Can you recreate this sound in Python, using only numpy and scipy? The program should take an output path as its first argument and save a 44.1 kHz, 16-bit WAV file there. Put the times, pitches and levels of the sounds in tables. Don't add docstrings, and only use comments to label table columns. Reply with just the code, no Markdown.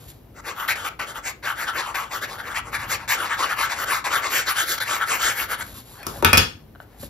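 import sys
import numpy as np
from scipy import signal
from scipy.fft import rfft, irfft, next_fast_len
from scipy.io import wavfile
from scipy.ndimage import uniform_filter1d

SR = 44100
rng = np.random.default_rng(int(sys.argv[2]) if len(sys.argv) > 2 else 0)


def materialize(psi):
    bounded = np.clip(np.atleast_2d(psi).T, -1, 1)
    quanta = np.round(bounded * 32767).astype(np.int16)
    wavfile.write(sys.argv[1], SR, quanta)


N = 312669


def amp(db):
    return 10 ** (np.asarray(db) / 20)


def rms_one(x):
    return x / np.sqrt(np.mean(x ** 2) + 1e-20)


def low_pass(x, order, hz):
    return signal.sosfilt(signal.butter(order, hz, fs=SR, output="sos"), x)


def high_pass(x, order, hz):
    return signal.sosfilt(signal.butter(order, hz, "high", fs=SR, output="sos"), x)


def drift(rate):
    knots = rng.standard_normal(int(N / SR * 60) + 2)
    position = np.arange(N) / SR * np.clip(rate, 1, 59)
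    return np.interp(position, np.arange(len(knots)), knots)


def through(x, gain_at):
    size = next_fast_len(N + SR)
    hz = np.arange(size // 2 + 1) * SR / size + 1e-3
    return irfft(rfft(x, size) * gain_at(hz), size)[..., :N]


def catches(per_s, spread_db):
    sizes = amp(spread_db * np.minimum(rng.exponential(1, N), 5)) * rng.standard_normal(N)
    return sizes * (rng.random(N) < per_s / SR) + 1e-18


def resonate(x, modes, shifting_db, glide=1):
    out, glide = 0, glide * np.ones(N)
    for k, (hz, width_hz, level_db) in enumerate(modes):
        r, tone, state = np.exp(-np.pi * width_hz / SR), np.zeros(N), np.zeros(2)
        for i in range(0, N, 512):
            poles = [1, -2 * r * np.cos(2 * np.pi * hz * glide[i] / SR), r * r]
            tone[i:i + 512], state = signal.lfilter([1 - r * r, 0, r * r - 1], poles, x[i:i + 512], zi=state)
        level = amp(level_db + shifting_db * drift(25.0))
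        out = out + (-1) ** k * level * tone
    return out / np.sqrt(uniform_filter1d(out ** 2, size=SR // 40) + 1e-20)


def ring(clicks, hz, t60):
    r, w = amp(-60 / (t60 * SR)), 2 * np.pi * hz / SR
    return signal.lfilter([0, np.sin(w)], [1, -2 * r * np.cos(w), r * r], clicks + 1e-18)


def struck(times_s, gains):
    clicks = np.zeros(N)
    clicks[np.round(np.asarray(times_s) * SR).astype(int)] = gains
    return clicks


def dying(clicks, t60):
    return signal.lfilter([1], [1, -amp(-60 / (t60 * SR))], clicks + 1e-18)


STEADINESS = 2.3


def hump(s, half_ms):
    near = slice(max(int((s - .3) * SR), 0), min(int((s + .3) * SR), N))
    t = np.arange(near.start, near.stop) / SR
    return near, t, np.exp(-np.abs(1000 * (t - s) / half_ms) ** STEADINESS)


# f/Hz, relative level/dB
QUIET_COLOUR = [(25, -48.5), (45, 4), (70, -4.5), (110, -0.5), (170, -10), (300, -8), (700, -17),
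                (1500, -27), (4000, -34.5), (9000, -41), (13000, -28)]
# t/s, low rumble level/dB relative to its plain level
TABLE_SHAKING = [(0, 4.5), (2.3, 3), (2.9, 10.5), (3.1, 5), (4.9, 3), (5.75, 8.5), (6.0, 2.5), (6.151, 15),
                 (6.55, 8.5), (6.97, 0.5), (7.04, 18), (7.09, 5)]
ROOM_TONE_DB, TONE_UNSHARED, RUMBLE_TOP_HZ = -50, 1, 252


def room_tone():
    hz, level_db = np.transpose(QUIET_COLOUR)
    white = rng.standard_normal(N) + TONE_UNSHARED * rng.standard_normal((2, N))
    tone = rms_one(through(white, lambda f: amp(np.interp(np.log(f), np.log(hz), level_db))))
    low = through(tone, lambda f: 1 / (1 + (f / RUMBLE_TOP_HZ) ** 4))
    shaking_db = np.interp(np.arange(N) / SR, *np.transpose(TABLE_SHAKING))
    wandering = amp(ROOM_TONE_DB + 0.5 * drift(1.5))
    return wandering * (tone + (amp(shaking_db) - 1) * low)


ROOM_T60_S, ROOM_CUT_HZ = 0.26, 4220


def room(x):
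    t = np.arange(SR // 2) / SR
    echoes = rng.standard_normal((2, len(t))) * amp(-60 * t / ROOM_T60_S) * (t > .002)
    echoes = low_pass(echoes, 2, ROOM_CUT_HZ)
    echoes /= np.sqrt(np.sum(echoes ** 2, axis=1, keepdims=True))
    return signal.fftconvolve(x[None], echoes, axes=1)[:, :N]


SHARED_BELOW_HZ = 280


def alike_in_bass(pair):
    side = high_pass((pair[0] - pair[1]) / 2, 2, SHARED_BELOW_HZ)
    return (pair[0] + pair[1]) / 2 + side * [[1], [-1]]


# middle t/s, half length/ms, bright rustle level/dB, dull rub level/dB
BRUSHES = [(.03, 130, -52.5, -59), (.098, 19, -44, -78), (5.68, 83, -45, -51), (5.78, 38, -41.5, -51),
           (5.928, 95, -48, -55.5), (6.031, 80, -69, -46.5), (6.1, 36, -42, -47), (6.169, 48, -43, -41.5),
           (6.82, 21, -58, -54), (6.95, 55, -64.5, -58), (7.034, 38.5, -41, -54)]
# f/Hz, width/Hz, relative level/dB
BRIGHT_MODES = [(3830, 2000, -6), (7150, 210, 3), (10600, 4200, -3.5), (13100, 2300, -1)]
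DULL_MODES = [(450, 930, -2), (774, 770, 6), (1050, 280, 2), (1640, 300, -12.5)]


def rustle():
    power = np.zeros((2, N))
    for s, half_ms, bright_db, rub_db in BRUSHES:
        near, _, speed = hump(s, half_ms)
        power[:, near] += (amp([[bright_db], [rub_db]]) * speed) ** 2
    bright = resonate(catches(11000.0, 1.4), BRIGHT_MODES, 0.4)
    rub = resonate(catches(3300.0, 1.4), DULL_MODES, 4.8)
    return np.sum(np.sqrt(power) * [bright, rub], axis=0)


# t/s, level/dB of the main pitch, main pitch f/Hz
LIGHT_TAPS = [(.925, -35, 1520), (6.751, -40, 1530), (6.758, -38, 1480), (6.802, -29.5, 1510),
              (7.032, -30.5, 560), (7.034, -38, 1770)]


def taps():
    ticks = np.zeros(N)
    for s, level_db, hz in LIGHT_TAPS:
        click = struck([s], amp(level_db))
        for ratio, share in [(.45, -0.67), (1, 1), (1.95, 0.16), (2.7, -0.11)]:
            ticks += share * ring(click, ratio * hz, 23.0 / hz)
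    return low_pass(ticks, 2, 7000)


# middle t/s, half length/ms, level/dB
BOTTLE_SLIDES = [(6.01, 37, -50)]
# f/Hz, width/Hz, relative level/dB
SINGING_MODES = [(1630, 110, 0), (3250, 90, -8), (4400, 90, -3)]


def slide():
    gain = np.zeros(N)
    for s, half_ms, level_db in BOTTLE_SLIDES:
        near, _, speed = hump(s, half_ms)
        gain[near] += amp(level_db) * speed
    return gain * resonate(rng.standard_normal(N), SINGING_MODES, 1)


# t/s, relative blow level/dB, favoured pitch f/Hz, table thud level/dB, relative crack level/dB
BLOWS = [(6.03, -33, 2570, -39, -30), (6.067, -15.5, 573, -26, -12), (6.225, -2.5, 493, -20.5, -19),
         (6.247, -0.5, 1520, -8.5, 3), (6.331, 2, 2410, -10, 2.5), (6.373, -5.5, 2700, -10, -1),
         (6.378, -0.5, 5330, -34.5, 3)]
# f/Hz, level/dB when struck, 60 dB fading time/s, level/dB when chattering
BOTTLE_MODES = [(350, 4, 0.04, 4), (424, 4, 0.047, 4), (565, 1.5, 0.02, 3), (945, 4, 0.05, 6),
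                (1223, 10, 0.015, 6), (1480, 8, 0.024, 4), (1760, 4.5, 0.023, 7), (2490, 12, 0.022, 0),
                (2820, -3, 0.03, 2), (3330, 3, 0.035, 3), (4265, -2, 0.04, 2), (4700, 8, 0.016, -4),
                (5370, 4, 0.05, 2), (6400, -3, 0.045, 2)]
# f/Hz, relative level/dB, 60 dB fading time/s
TABLE_MODES = [(96, -9, 0.15), (165, -7, 0.071), (237, 3.5, 0.06)]
CLATTER_PER_S, CLATTER_DB, CLATTER_T60_S = 700, -18.5, 0.29
RATTLE_DAMPING = 0.38
THUD_MS, TABLE_LOW_HZ = 6.1, 62
CRACK_T60_S = 0.015
SIZZLE_DB, SIZZLE_T60_S, SIZZLE_LOW_HZ = -25, 0.21, 8980


def knocks():
    s, blow_db, favoured_hz, thud_db, crack_db = np.transpose(BLOWS)
    out, chatter = np.zeros(N), rng.random(N) < CLATTER_PER_S / SR
    for k, (hz, level_db, t60, loose_db) in enumerate(BOTTLE_MODES):
        octaves_away = np.log2(hz / favoured_hz)
        blows = (-1) ** k * struck(s, amp(blow_db - 16.5 - 5.3 * octaves_away ** 2))
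        fading = amp(CLATTER_DB + loose_db) * dying(blows, CLATTER_T60_S)
        rattle = fading * chatter * rng.standard_normal(N)
        out += amp(level_db) * ring(blows, hz, t60) + ring(rattle, hz, RATTLE_DAMPING * t60)

    push = np.hanning(int(THUD_MS / 1000 * SR))
    thuds = signal.fftconvolve(struck(s, amp(thud_db)), push / push.sum())[:N]
    out += sum(amp(level_db) * ring(thuds, hz, t60) for hz, level_db, t60 in TABLE_MODES)
    out = high_pass(out, 3, TABLE_LOW_HZ)

    cracks, noise = struck(s, amp(crack_db)), rng.standard_normal(N)
    crack = 0.66 * dying(cracks, CRACK_T60_S) * noise
    sizzle = amp(SIZZLE_DB) * dying(cracks, SIZZLE_T60_S) * high_pass(noise, 2, SIZZLE_LOW_HZ)
    return out + crack + sizzle


# fastest moment t/s, half length/ms, scrape level/dB, hiss level/dB against the scrape,
# centre of the scrape f/Hz
GLUE_STROKES = [(0.395, 35, -46.5, -2.5, 1320), (0.49, 38, -33.5, -6, 1400), (0.617, 47, -31, -6, 1380),
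                (0.7, 30.4, -22.5, -5.5, 1890), (0.766, 110, -36.5, -5, 1530),
                (0.866, 32, -29.5, -5.5, 1700), (0.995, 52, -30, -12, 1720), (1.098, 31, -39, -1.5, 1470),
                (1.173, 25.6, -34.5, -6.5, 1340), (1.278, 33.3, -34.5, 3.5, 1430),
                (1.487, 43.4, -26, -10.5, 1370), (1.616, 41.6, -30.5, -4.5, 1570),
                (1.692, 23, -26, -14.5, 1520), (1.788, 49, -27.5, -9.5, 1430),
                (1.882, 43, -32.5, -9.5, 1200), (1.956, 85, -28.5, -7.5, 1410),
                (2.151, 38, -31, -3.5, 1270), (2.236, 22, -30, -5.5, 1500), (2.325, 51, -38.5, -5, 1420),
                (2.401, 19, -33.5, -10, 1570), (2.509, 76, -35, -10.5, 1530), (2.575, 24, -27.5, -6, 1720),
                (2.678, 30, -40.5, -7, 1390), (2.751, 22.2, -27, -8, 1600), (2.827, 48, -34.5, -9.5, 1450),
                (2.927, 33.7, -28.5, 1.5, 1530), (3.02, 39, -41, -12, 1230), (3.12, 36, -24, 0, 1530),
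                (3.224, 56, -27.5, -9, 1500), (3.327, 29.5, -24.5, -12.5, 1600),
                (3.428, 44.5, -23.5, -8.5, 1360), (3.518, 27, -25, -10, 1470), (3.624, 47, -24, -5.5, 1480),
                (3.72, 26, -28.5, -5.5, 1360), (3.835, 68, -29.5, -2.5, 1330),
                (3.928, 56.5, -24.5, -4.5, 1480), (4.063, 29, -26, -7.5, 1370),
                (4.153, 43.5, -22.5, -6.5, 1620), (4.255, 34.5, -27.5, -6.5, 1460),
                (4.365, 54.3, -25, 1.5, 1530), (4.498, 31.6, -25.5, 0.5, 1400),
                (4.6, 40.7, -24.5, -0.5, 1570), (4.714, 44, -30.5, 5.5, 1520), (4.783, 5.8, -30, 0, 1640),
                (4.817, 25.5, -27.5, -2.5, 1650), (4.927, 56, -27, -2, 1570), (5.026, 22, -22, -15, 1630),
                (5.126, 47.5, -26.5, 0.5, 1460), (5.262, 63, -24.5, 0.5, 1570),
                (5.405, 45.5, -29.5, 2, 1550), (5.524, 30.3, -28, -2.5, 1490), (5.62, 34, -33, -1.5, 1590)]
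TOUCHDOWNS = [0.681, 0.756, 0.845, 0.995, 1.428, 1.947, 3.081, 4.045, 4.804]
LIFT_OFFS = [0.406, .888, 3.844, 4.792, 5.628]
# f/Hz, width/Hz, relative level/dB
NOZZLE_MODES = [(1096, 312, 1), (1332, 380, 3.5), (1654, 366, -1.5)]
RASP_MODES = [(2050, 240, -0.5), (2960, 670, -2), (3360, 860, -5)]
HISS_MODES = [(4220, 1000, -1), (7390, 1000, 5.5), (10480, 740, 1.5), (13200, 3400, 0.5)]
BOOM_MODES = [(464, 250, -1.5), (905, 113, 3)]
CATCHES_PER_S, CATCH_SPREAD_DB, SHIFTING_DB = 3000.0, 0, 5.5
CONTACT_MS = 5
REST_HZ, NOZZLE_LOW_HZ = 1433, 860
RASP_DB, RASP_FOLLOWS = -4, 0.51
BOOM_DB, BOOM_FOLLOWS = -24.5, 0.53


def tip():
    power, centre = np.full((4, N), 1e-12), np.full(N, 1e-12 * REST_HZ)
    for s, half_ms, level_db, hiss_db, hz in GLUE_STROKES:
        near, t, speed = hump(s, half_ms)
        for edge in TOUCHDOWNS:
            if s - half_ms / 500 < edge < s + .004:
                speed = speed * np.clip(1000 * (t - edge) / CONTACT_MS + 1, 0, 1)
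        for edge in LIFT_OFFS:
            if s < edge < s + half_ms / 1000:
                speed = speed * np.clip(1000 * (edge - t) / CONTACT_MS + 1, 0, 1)
        rasp_db = level_db + RASP_DB + RASP_FOLLOWS * hiss_db
        boom_db = BOOM_DB + BOOM_FOLLOWS * level_db
        parts_db = [[level_db], [rasp_db], [level_db + hiss_db], [boom_db]]
        power[:, near] += (amp(parts_db) * speed ** np.array([[1], [1.05], [1.1], [.7]])) ** 2
        centre[near] += hz * (amp(level_db) * speed) ** 2

    grit = catches(CATCHES_PER_S, CATCH_SPREAD_DB)
    slip = np.std(grit) * rng.standard_normal((2, N))
    glide = centre / power[0] / REST_HZ
    thin = high_pass(grit + 0.79 * slip[0], 2, NOZZLE_LOW_HZ)
    scrape = resonate(thin, NOZZLE_MODES, SHIFTING_DB, glide)
    rasp = resonate(thin, RASP_MODES, SHIFTING_DB, np.sqrt(glide))
    hiss = resonate(grit + 6.6 * slip[1], HISS_MODES, 5.3)
    boom = resonate(slip[1], BOOM_MODES, 9.2)
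    return np.sum(np.sqrt(power) * [scrape, rasp, hiss, boom], axis=0)


SCRAPE_ROOM_DB, KNOCK_ROOM_DB = -13, -4


def scene():
    sliding, blows = tip() + rustle() + taps() + slide(), knocks()
    reflections = room(amp(SCRAPE_ROOM_DB) * sliding + amp(KNOCK_ROOM_DB) * blows)
    return sliding + blows + alike_in_bass(reflections + room_tone())


# f/Hz, lead/radians
PHASE_LEAD = [(0, 0), (2000, .3), (3100, 1.5), (5200, 1.0), (5800, -1.2), (8500, -3.14), (11500, -5.7),
              (13000, -6.28)]
# f/Hz, level/dB
LEVEL_LEAD = [(60, 1.7), (700, 3), (3500, 4.5), (8000, 0)]
MIC_LOW_HZ, MIC_HIGH_HZ, CUTOFF_HZ = 42, 12950, 16050


def record(dry):
    def ports(f):
        lead = np.interp(f, *np.transpose(PHASE_LEAD))
        half = amp(np.interp(f, *np.transpose(LEVEL_LEAD)) / 2)
        return np.array([half * np.exp(1j * lead), 1 / half])
    heard = high_pass(through(dry, ports), 2, MIC_LOW_HZ)
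    heard = low_pass(heard, 3, MIC_HIGH_HZ)
    rounded = 1.238 * np.tanh(heard / 1.058)
    return signal.sosfilt(signal.cheby2(24, 70, CUTOFF_HZ, fs=SR, output="sos"), rounded)


dry = scene()
out = record(dry)
materialize(out)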